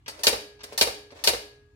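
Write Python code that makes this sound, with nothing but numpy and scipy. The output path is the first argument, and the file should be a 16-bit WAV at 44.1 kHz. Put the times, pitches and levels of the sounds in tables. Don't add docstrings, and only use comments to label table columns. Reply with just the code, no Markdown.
import sys
import numpy as np
from scipy import signal
from scipy.fft import rfft, irfft, next_fast_len
from scipy.io import wavfile
from scipy.ndimage import uniform_filter1d

SR = 44100
rng = np.random.default_rng(int(sys.argv[2]) if len(sys.argv) > 2 else 0)


def linear_from_db(decibels):
    return 10 ** (np.asarray(decibels, float) / 20)


def generate_wav(sig):
    pcm = np.round(np.clip(np.atleast_2d(sig).T, -1, 1) * 32767).astype(np.int16)
    wavfile.write(sys.argv[1], SR, pcm)


N = 77175


def evened(x):
    return x / np.sqrt(np.mean(x ** 2) + 1e-20)


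def smoothed(x, size, axis=-1):
    return uniform_filter1d(uniform_filter1d(x, size, axis), size, axis)


def read(points, hz):
    f, value = np.transpose(points)
    return np.interp(np.log(hz + 1), np.log(f + 1), value)


def add(mix, s, sound):
    part = mix[..., round(s * SR):][..., :sound.shape[-1]]
    part += sound[..., :part.shape[-1]]


def hum():
    # frequency in Hz, density in dB per Hz.
    air_tone = [(25, -20), (55, -1), (120, -4), (190, -17), (300, -15), (600, -28), (2500, -31),
                (16000, -52)]
    # frequency in Hz, level in dB.
    lines = [(59.2, -66), (82, -66), (120, -66), (290, -70)]
    air_db, patch_db, line_waver_db = -60, 3, 3
    frames, hz, t = N // 512 + 5, np.fft.rfftfreq(2048, 1 / SR), np.arange(N) / SR
    a, b, c, d, patches = rng.standard_normal((frames, 1025, 5)).T
    patches = evened(uniform_filter1d(uniform_filter1d(patches, 8, 0), 5, 1))
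    level_db = read(air_tone, hz)[:, None] + patch_db * patches
    spectra = np.array([a + 1j * b, c + 1j * d]) * linear_from_db(level_db)
    air = evened(signal.istft(spectra, nperseg=2048, noverlap=1536)[1][:, :N])
    mains = np.zeros(N)
    for f, db in lines:
        waver = evened(smoothed(rng.standard_normal(N), 2000))
        mains += linear_from_db(db + line_waver_db * waver) * np.sin(2 * np.pi * f * t)
    return linear_from_db(air_db) * air + mains


def rattle(per_s, decay_s, first=3.0):
    draw, t = rng.random((3, 5000)), np.arange(5000) / SR
    size = linear_from_db(-3.0 * np.log(draw[1]))
    clicks = (draw[0] < per_s / SR) * np.sign(draw[2] - .5) * size
    clicks[0] = first
    clicks = clicks * np.exp(-t / decay_s)
    return clicks / np.linalg.norm(clicks)


def case(count=400):
    # frequency in Hz, t60 in seconds.
    case_t60 = [(200, .06), (1000, .05), (4000, .04), (12000, .035)]
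    # frequency in Hz, level in dB.
    case_colour = [(100, -5), (220, -7), (330, -3), (450, 0.5), (950, 1), (1350, -3), (2500, 0.5),
                   (3200, -2.5), (4700, 1), (16000, 0.5)]
    t, draw = np.arange(2400) / SR, rng.random((count, 5))
    hz = (np.arange(count) + draw[:, 0]) * 16500 / count
    t60 = read(case_t60, hz) * linear_from_db(6 * (draw[:, 1] - .5))
    modes = np.exp((2j * np.pi * hz - np.log(1000) / t60)[:, None] * t)
    phase = np.exp(2j * np.pi * draw[:, 3:].T)
    pick = (draw[:, 2] + .5) / np.sqrt(t60) * phase
    z = rfft((pick @ modes).real, 4096)
    z = z / np.sqrt(smoothed(abs(z) ** 2, 24))
    gain = linear_from_db(read(case_colour, np.fft.rfftfreq(4096, 1 / SR)))
    return irfft(z * gain)[:, :2400]


def colour(x, tone):
    log_gain = np.log(linear_from_db(read(tone, abs(np.fft.fftfreq(4096, 1 / SR)))))
    knock = np.fft.ifft(np.exp(np.conj(signal.hilbert(log_gain)))).real[:2048]
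    knock = knock / np.linalg.norm(knock)
    taps = signal.fftconvolve(knock[None], case(), axes=1)
    return signal.oaconvolve(x, taps, axes=1)[:, :x.shape[1]]


def rings(modes, rise_s):
    t = np.arange(SR) / SR
    total = np.zeros(SR)
    for hz, db, t60 in modes:
        total += linear_from_db(db - 60 * t / t60) * np.sin(2 * np.pi * hz * t)
    return total * (1 - np.exp(-t / rise_s))


def keys():
    # time in seconds, click in dB, thud in dB, rattle decay in seconds.
    contacts = [
        (.080, -35, -52, .012),
        (.192, -49, -44, .02),
        (.634, -46, -56, .004),
        (.639, -40, -50, .006),
        (.7235, -48, -41, .016),
        (1.112, -64, -60, .006),
        (1.121, -70, -47, .010),
    ]
    # time in seconds, level in dB, rattle decay in seconds.
    touches = [(.061, -47, .01), (.592, -57, .012), (.606, -49, .014), (1.105, -55, .008),
               (1.19, -54, .025)]
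    # frequency in Hz, level in dB.
    click_tone = [(88, -33), (150, -3), (1790, -6), (2220, -9), (4410, -2), (7180, -13), (9260, -8),
                  (16000, -22)]
    thud_tone = [(88, -40), (250, -9), (450, 0), (650, -14), (1500, -19), (4320, -23), (8400, -42),
                 (16000, -52)]
    touch_tone = [(88, -37), (400, -10), (700, -12), (1800, -6), (4200, -7), (6000, -15), (7500, -30),
                  (16000, -44)]
    # frequency in Hz, level in dB, t60 in seconds.
    plate_modes = [(415, -2, .12), (465, -3, .08), (550, -8, .06)]
    key_db, plate_db = 31, 4
    click, thud, touch, plate = np.zeros((4, 2, N))
    ring = rings(plate_modes, .004)
    for s, click_db, thud_db, decay_s in contacts:
        add(click, s, linear_from_db(click_db + key_db) * rattle(4000, decay_s))
        add(thud, s, linear_from_db(thud_db + key_db) * rattle(1200, 1.3 * decay_s))
        add(plate, s, linear_from_db(thud_db + plate_db) * ring)
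    for s, db, decay_s in touches:
        add(touch, s, linear_from_db(db + key_db) * rattle(3000, decay_s))
    struck = colour(click, click_tone) + colour(thud, thud_tone) + colour(touch, touch_tone)
    return struck + plate


def wheel():
    # start in seconds, end in seconds, level in dB.
    spins = [
        (.1, .236, -50),
        (.65, .779, -51),
        (1.14, 1.241, -50),
    ]
    # frequency in Hz, level in dB.
    spin_tone = [(88, -53), (150, -23), (297, -1), (406, -19), (475, -7), (790, -11), (4080, -18),
                 (16000, -40)]
    steps_per_s, edge_s = 2500, .015
    t, draw = np.arange(N) / SR, rng.random((2, 2, N))
    ticks = evened((draw[0] < steps_per_s / SR) * (draw[1] - .5))
    turning = np.zeros(N)
    for start, end, db in spins:
        turning += linear_from_db(db) * np.clip(np.minimum(t - start, end - t) / edge_s, 0, 1)
    return colour(ticks * turning, spin_tone)


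def printer():
    # hammer blow in seconds, peak in dB.
    blows = [
        (0.268, -4),
        (0.811, -5),
        (1.273, -5),
    ]
    # seconds after the blow, level in dB, rattle clicks per second, rattle decay in seconds.
    fire = (-.0338, -5, 3500, .022)
    blow = (.0004, 1.5, 3000, .007)
    bounce = (.0105, -3, 4000, .010)
    settle = (.061, -12, 2500, .02)
    # frequency in Hz, level in dB.
    fire_tone = [(88, -50), (150, -20), (414, -9), (2220, -10), (2500, -10), (4490, -1), (7470, -12),
                 (11900, -7), (16000, -19)]
    blow_tone = [(88, -32), (200, -9), (480, -3), (1300, -9), (2500, -3), (4600, 0), (7320, -14),
                 (12200, -14), (16000, -24)]
    bounce_tone = [(88, -36), (200, -11), (450, -2), (1400, -11), (2600, -5), (4800, -4), (7620, -14),
                   (10500, -6), (16000, -18)]
    settle_tone = [(88, -39), (150, -9), (457, 1), (1140, -8), (4320, -11), (7770, -24), (10400, -20),
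                   (16000, -33)]
    # frequency in Hz, level in dB, t60 in seconds.
    frame = [(337, -33, .2), (432, -21, .13), (460, -28, .1), (630, -33, .12), (740, -36, .12),
             (925, -30, .17), (2500, -29, .07), (4400, -30, .08), (10160, -33, .07)]
    wire = [(414.5, -41, 1.6), (421, -46, .6), (1244, -65, 1.5), (1658, -51, 1.4)]
    coil = [(440, -38, .1), (1835, -31, .07), (4760, -30, .06), (6410, -28, .05)]
    # seconds after the blow, frequency in Hz, level in dB, t60 in seconds.
    desk = [(.002, 72, -30, .12), (.058, 56, -34, .18), (.002, 118, -36, .1), (.062, 105, -38, .12),
            (.15, 300, -44, .2)]
    knock_db, ring_db = 15, 3
    fresh_db = -2

    knocks, low = np.zeros((2, N)), np.zeros(N)
    contacts = [(fire, fire_tone), (blow, blow_tone), (bounce, bounce_tone), (settle, settle_tone)]
    for (lag, db, per_s, decay_s), tone in contacts:
        habit, part = rattle(per_s, decay_s), np.zeros((2, N))
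        for s, peak_db in blows:
            fresh = np.array([rattle(per_s, decay_s), rattle(per_s, decay_s)])
            add(part, s + lag, linear_from_db(peak_db + db + knock_db) * (habit + linear_from_db(fresh_db) * fresh))
        knocks += colour(part, tone)

    sounds = [(0, rings(frame, .002) + rings(wire, .01)), (fire[0], rings(coil, .002))]
    sounds += [(lag, rings([mode], .012)) for lag, *mode in desk]
    for s, peak_db in blows:
        for lag, sound in sounds:
            add(low, s + lag, linear_from_db(peak_db + ring_db) * sound)
    return knocks + low


def room(x):
    # frequency in Hz, t60 in seconds.
    room_t60 = [(150, .6), (600, .44), (2000, .48), (5000, .42), (13000, .34)]
    room_db, gap_s = -10, .006
    taps = np.zeros((2, SR))
    at = np.arange(0, SR - 12, 12) + rng.integers(0, 12, (2, (SR - 1) // 12))
    np.put_along_axis(taps, at, rng.choice([-1., 1.], at.shape), 1)
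    hz, t, z = signal.stft(taps, SR, nperseg=256)
    fall_db = -60 * t / read(room_t60, hz)[:, None]
    tail = signal.istft(z * linear_from_db(fall_db), SR, nperseg=256)[1]
    tail = tail * np.clip(np.arange(tail.shape[1]) / SR / gap_s - 1, 0, 1)
    return linear_from_db(room_db) * signal.fftconvolve(x, tail / np.linalg.norm(tail[0]), axes=1)[:, :N]


def scene():
    near = keys() + wheel() + printer()
    return near + room(near) + hum()


def band_limit(x):
    return signal.sosfilt(signal.butter(12, 16970, fs=SR, output="sos"), x)


def record(dry):
    # frequency in Hz, side level in dB.
    side_gain = [(60, -18), (440, -14), (600, -.5), (1200, 2.5), (3000, 1.2)]
    # frequency in Hz, right microphone level in dB.
    right_tone = [(400, 0), (620, 3), (1400, -1), (4000, -3), (6000, 1), (9000, 0), (12000, -11),
                  (15500, -28)]
    low_hz, edge_hz, ceiling = 45, 15950, 1.6
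    size = next_fast_len(N + 4096)
    hz, (left, right) = np.fft.rfftfreq(size, 1 / SR), rfft(dry, size)
    mid = (left + right) / 2
    side = (left - right) / 2 * linear_from_db(read(side_gain, hz))
    band = 1 / np.sqrt((1 + (low_hz / (hz + 1)) ** 8) * (1 + (hz / edge_hz) ** 140))
    pair = np.array([mid + side, (mid - side) * linear_from_db(read(right_tone, hz))])
    out = irfft(pair * band, size)[:, :N]
    return band_limit(ceiling * np.tanh(out / ceiling))


dry = scene()
out = record(dry)
generate_wav(out)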